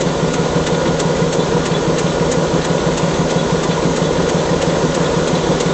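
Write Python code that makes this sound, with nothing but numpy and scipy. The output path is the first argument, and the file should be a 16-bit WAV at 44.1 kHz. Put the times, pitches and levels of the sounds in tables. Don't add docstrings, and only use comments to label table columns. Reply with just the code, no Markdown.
import sys
import numpy as np
from scipy import signal
from scipy.io import wavfile
from scipy.ndimage import uniform_filter1d

SR = 44100
rng = np.random.default_rng(int(sys.argv[2]) if len(sys.argv) > 2 else 0)


def gain_from_decibels(decibels):
    exponent = np.asarray(decibels, float) / 20
    return 10 ** exponent


def digitize_waveform(pressure):
    field = np.atleast_2d(pressure).T
    bounded = np.clip(field, -1, 1)
    quanta = np.round(bounded * 32767).astype(np.int16)
    wavfile.write(sys.argv[1], SR, quanta)


N = 252693

IDLE_RPM, CREEP_RPM_PER_S, START_DEG = 362.93, .5556, 1.57


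def rpm(t):
    return IDLE_RPM + CREEP_RPM_PER_S * t


def moments(degrees):
    t = np.arange(-SR, N + SR) / SR
    mean_rpm = (rpm(0) + rpm(t)) / 2
    turned_deg = START_DEG + 6 * t * mean_rpm
    cycle_deg = 720 * np.arange(-3, 19)[:, None]
    return np.interp(cycle_deg + np.asarray(degrees), turned_deg, t)


def train(times, sizes, lead=0):
    at = np.round(np.ravel(times) * SR).astype(int) + lead
    inside = (at >= 0) & (at < N + lead)
    sizes = np.ravel(sizes * np.ones(np.shape(times)))
    blows = np.zeros(N + lead, complex)
    np.add.at(blows, at[inside], sizes[inside])
    return blows


def ring(blows, hz, t60):
    pole = np.exp((2j * np.pi * hz - np.log(1000) / t60) / SR)
    return signal.lfilter([1], [1, -pole], blows).imag


def struck(degrees, db, modes, uneven_db, slop_s):
    times = moments(degrees)
    force, slop = rng.standard_normal((2, *times.shape))
    blows = train(times + slop_s * slop, gain_from_decibels(np.asarray(db) + uneven_db * force), lead=SR)
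    rung = sum(height * ring(blows, hz, t60) for hz, height, t60 in modes)
    return rung[SR:]


def band(hz, width):
    once = ring(rng.standard_normal(N), hz, 2.2 / width)
    twice = ring(once, hz, 2.2 / width)
    return twice / twice.std()


def burst(blows, rise, fall):
    t = np.arange(SR // 5) / SR
    shape = (1 - np.exp(-t / rise)) ** 3 * np.exp(-t / fall)
    return signal.oaconvolve(blows.real, shape / shape.max())[:N]


def unit_drift(samples):
    return [v / v.std() for v in uniform_filter1d(rng.standard_normal((2, N)), samples, axis=1)]


# (per Hz, before the rise in level)
RUMBLE = [(20, -56), (60, -62), (100, -61), (155, -57)]
# (per Hz, before the rise in level)
RUSH = [(210, -49), (300, -50.5), (400, -47.5), (505, -42), (670, -55.5), (966, -55), (1570, -63),
        (2000, -64), (2300, -71), (3450, -65), (5060, -70.5), (6460, -67), (7850, -72.5), (8500, -91)]
RUSH_START_DB, RUSH_DB_PER_S = -1.15, 0.3358


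def rush(patchy_db=1.1):
    frames, hz = N // 256 + 5, np.fft.rfftfreq(1024, 1 / SR)
    real, imag, patches = rng.standard_normal((frames, 513, 3)).T
    patches = uniform_filter1d(uniform_filter1d(patches, 8, 0), 8, 1)
    f, db = np.transpose(RUMBLE + RUSH)
    colour = np.interp(np.log(hz + 1), np.log(f), db, right=-130)[:, None]
    spectra = (real + 1j * imag) * gain_from_decibels(colour + patchy_db * patches / patches.std())
    air = signal.istft(spectra, nperseg=1024, noverlap=768)[1][:N]
    rms = np.sqrt(np.sum(gain_from_decibels(colour) ** 2) * hz[1])
    rise = gain_from_decibels(RUSH_START_DB + RUSH_DB_PER_S * np.arange(N) / SR)
    return rise * rms * air / air.std()


# ratio (to the main tone), level_db (relative to WHINE_DB), waver_hz (rms)
WHINE = [(1, 0, 1.5), (1.657, -10, 2)]
GEAR_TEETH, WHINE_DB = 237.3, -38


def whine(swell_db=1.5):
    main_hz = GEAR_TEETH * rpm(np.arange(N) / SR) / 60
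    out = np.zeros(N)
    for ratio, db, waver_hz in WHINE:
        drift, swell = unit_drift(3000)
        turns = np.cumsum(ratio * main_hz + waver_hz * drift) / SR
        level = np.sqrt(2) * gain_from_decibels(WHINE_DB + db + swell_db * swell)
        out += level * np.sin(2 * np.pi * turns)
    return out


# start_s, level_db (before a common factor), pitch_hz, t60_s
PINGS = [(0.475, -29, 1760, .06), (1.15, -23.5, 1980, .08), (1.2241, -24, 2010, .07),
         (1.623, -23.5, 1173, 0.4), (3.6301, -21, 1180, .15), (3.8546, -29, 2080, .08),
         (4.4914, -20, 1860, .05), (5.016, -27.5, 1200, 0.15), (5.2618, -25, 1177, .24),
         (5.3512, -22.5, 4040, 0.077)]


def pings():
    return sum(gain_from_decibels(db) * ring(train([s], 0.92), hz, t60) for s, db, hz, t60 in PINGS)


# start_s, level_db (before flutter)
SQUEAKS = [(0.738, -34), (1.393, -31), (1.736, -26.5), (2.092, -33.5), (3.138, -34), (3.377, -27.5),
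           (3.701, -30), (4.038, -30.5), (4.373, -32), (5.043, -32), (5.355, -28.5)]
SQUEAK_HZ, SQUEAK_S = 3440, .036
SQUEAK_UPPER, SQUEAK_UPPER_DB = 1.14, -7


def squeaks(spread_hz=30, flutter_db=3.5):
    t = np.arange(N) / SR
    grip, upper_grip = (gain_from_decibels(flutter_db * v) for v in unit_drift(300))
    out = np.zeros(N)
    for s, db in SQUEAKS:
        slide = np.clip((t - s) / SQUEAK_S, 0, 1)
        hz = SQUEAK_HZ + spread_hz * rng.standard_normal()
        note = grip * np.sin(2 * np.pi * hz * t)
        upper = gain_from_decibels(SQUEAK_UPPER_DB) * upper_grip * np.sin(2 * np.pi * SQUEAK_UPPER * hz * t)
        out += gain_from_decibels(db) * np.sin(np.pi * slide) ** .6 * (note + upper)
    return out


# pitch_hz, level_db (mean force), t60_s
COVER = [(1766, -30, 0.09), (1998, -28, .09), (2784, -30, .075), (3926, -35, 0.042)]
COVER_DEG = 10


def cover(uneven_db=4, slop_s=.004, rise_s=.02):
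    s = moments([COVER_DEG])[:, 0]
    force, slop = rng.standard_normal((len(s), len(COVER), 2)).T
    out = np.zeros(N)
    for hard, late, (hz, db, t60) in zip(force, slop, COVER):
        jolts = train(s + slop_s * late, gain_from_decibels(db + uneven_db * hard))
        out += ring(jolts, hz, t60) - ring(jolts, hz, rise_s)
    return out


# crank_deg (after its turn begins), low_db, mid_db, high_db (one per band)
TICKS = [(8, -35.5, -37.5, -45.5), (55, -31.5, -36, -48), (97, -34, -38, -44.5)]
# pitch_hz, width_hz
TICK_BANDS = [(2100, 2900), (3800, 2100), (6900, 2500)]
CYLINDER_DB = [-6, 0, -2, -1, -4.5, -4]
CHUFFS = [-26, -26, -25, -22.5, -24, -26, -23.5, -22, -27, -24.5, -27.5, -27, -27.5, -25.5, -27, -26.5,
          -27.5, -24]
CHUFF_DEG, CHUFF_RISE_S, CHUFF_FALL_S = -3., .018, .006
CHUFF_LOW_DB, CHUFF_MID_DB = -30.5, -29.5


def valves(uneven_db=3, colour_db=2.2):
    degrees, *ticks = np.transpose(TICKS)
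    tick_times = moments((120 * np.arange(6)[:, None] + degrees).ravel())
    force_db = uneven_db * rng.standard_normal(tick_times.shape) + np.repeat(CYLINDER_DB, len(TICKS))
    chuff_times = moments([CHUFF_DEG])[3:3 + len(CHUFFS), 0]
    chuff_times = np.maximum(chuff_times, 0)
    low, mid = colour_db * rng.standard_normal((len(chuff_times), 2)).T
    chuffs = (CHUFF_LOW_DB + low, CHUFF_MID_DB + mid, CHUFFS)
    out = np.zeros(N)
    for (hz, width), tick_db, chuff_db in zip(TICK_BANDS, ticks, chuffs):
        tick_sizes = gain_from_decibels(np.tile(tick_db, len(CYLINDER_DB)) + force_db)
        gate = burst(train(tick_times, tick_sizes), .005, .008)
        gate += burst(train(chuff_times, gain_from_decibels(np.array(chuff_db))), CHUFF_RISE_S, CHUFF_FALL_S)
        out += gate * band(hz, width)
    return out


# crank_deg, frame_level_db, block_level_db (relative forces)
KNOCKS = [(23.3, -7.8, -11.7), (54.1, 1.8, -11.0), (78.5, -0.5, -18.0), (103.6, -15.6, -1.9),
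          (130.9, -13.6, -9.8), (156.2, -4.4, 1.2), (172.1, -18.1, -2.5), (200.5, -2.4, -3.5),
          (230.4, -13.1, -2.9), (252.3, -4.7, -30.0), (283.6, -6.1, -2.4), (299.7, -12.0, -1.4),
          (328.0, 0.9, -18.0), (364.4, -15.8, -6.1), (385.0, -15.9, -2.8), (414.0, -3.8, -4.1),
          (437.8, 3.1, -7.1), (459.0, -6.8, -5.0), (490.1, -21.4, -6.6), (518.4, -30.0, -3.5),
          (533.8, 3.3, -30.0), (576.2, -2.0, -6.1), (619.8, -2.7, -5.5), (675.1, -30.0, -11.5)]
# pitch_hz, level_db (relative), t60_s
HEAD = [(715.8, -27.5, 0.1), (800, -30, 0.033), (910, -32, 0.037), (960, -26, 0.11), (1019, -29, .1),
        (1180, -29, 0.029)]


def heads(slop_s=.00015, uneven_db=1.5):
    degrees, *forces = np.transpose(KNOCKS)
    db = np.max(forces, axis=0)
    times = moments(degrees)
    times = times + slop_s * rng.standard_normal(times.shape)
    force = gain_from_decibels(db + uneven_db * rng.standard_normal(times.shape))
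    grips = np.exp(2j * np.pi * rng.random((len(HEAD), len(degrees))))
    rung = np.zeros(N)
    for grip, (hz, mode_db, t60) in zip(grips, HEAD):
        rung += gain_from_decibels(mode_db) * ring(train(times, force * grip), hz, t60)
    blunt = signal.butter(2, (680, 1250), "band", fs=SR, output="sos")
    return signal.sosfilt(blunt, rung)


# pitch_hz, height (signed, relative), t60_s
FRAME = [(232.2, 0.006, 0.449), (250.8, 0.039, 0.449), (277.9, 0.031, 0.449), (330.3, 0.056, 0.449),
         (353.5, 0.066, 0.114), (391.9, 0.046, 0.42)]
# pitch_hz, height (signed, relative), t60_s
BLOCK = [(421.3, 0.035, 0.449), (469.2, -0.227, 0.154), (482.1, 0.215, 0.116), (523.1, -0.032, 0.449),
         (561.5, 0.038, 0.333), (604.1, -0.026, 0.449), (672.9, 0.007, 0.327)]


def knocks(frame_db=0., block_db=1.0):
    degrees, on_frame, on_block = np.transpose(KNOCKS)
    frame = struck(degrees, on_frame, FRAME, uneven_db=1.2, slop_s=.0001)
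    block = struck(degrees, on_block, BLOCK, uneven_db=1.2, slop_s=.00008)
    iron = gain_from_decibels(frame_db) * frame + gain_from_decibels(block_db) * block
    return signal.lfilter(*signal.butter(2, 150, "high", fs=SR), iron)


# crank_deg, level_db (relative force)
THUMPS = [(48.3, -7.7), (122.0, 0.0), (408.1, -6.4), (480.3, 0.4)]
# pitch_hz, height (signed, relative), t60_s
HOOD = [(112.2, -0.1, 0.061), (141.9, 0.067, 0.6), (157.3, 0.151, 0.607), (170.0, 0.089, 0.602),
        (179.1, -0.178, 0.223), (199.1, -0.027, 0.607)]


def thump():
    degrees, db = np.transpose(THUMPS)
    return struck(degrees, db, HOOD, uneven_db=.6, slop_s=.00008)


# level_db at the first angle of PUFF_DEG, level_db at the second (relative forces)
PUFFS = [(-20.3, -10.0), (-8.2, -30.5), (-25.5, -0.2), (-0.1, -14.7), (-10.2, 0.0), (-1.6, -30.5)]
PUFF_DEG = (12, 120.3)
# pitch_hz, height (signed, relative), t60_s
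STACK = [(39.0, -0.021, 0.511), (49.5, 0.15, 0.048), (66.6, -0.034, 0.582), (90.4, -0.136, 0.607)]


def exhaust():
    degrees = np.arange(6)[:, None] * 120 + PUFF_DEG
    return struck(degrees.ravel() % 720, np.ravel(PUFFS), STACK, uneven_db=.4, slop_s=.0001)


def scene():
    background = rush() + whine() + pings() + squeaks()
    metal = cover() + valves() + heads() + knocks()
    mix = background + metal + gain_from_decibels(0.5) * thump() + gain_from_decibels(1.5) * exhaust()
    return mix[None]


def roll_off(x):
    return signal.sosfilt(signal.butter(12, 8590, fs=SR, output="sos"), x)


def record(dry):
    thin = signal.lfilter(*signal.butter(2, 35, "high", fs=SR), dry)
    thin = thin + .0031
    lowpass = signal.firwin(301, 8300, window=("kaiser", 9), fs=SR)
    dull = signal.oaconvolve(thin, lowpass[None], "same")
    return roll_off(dull)


dry = scene()
out = record(dry)
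digitize_waveform(out)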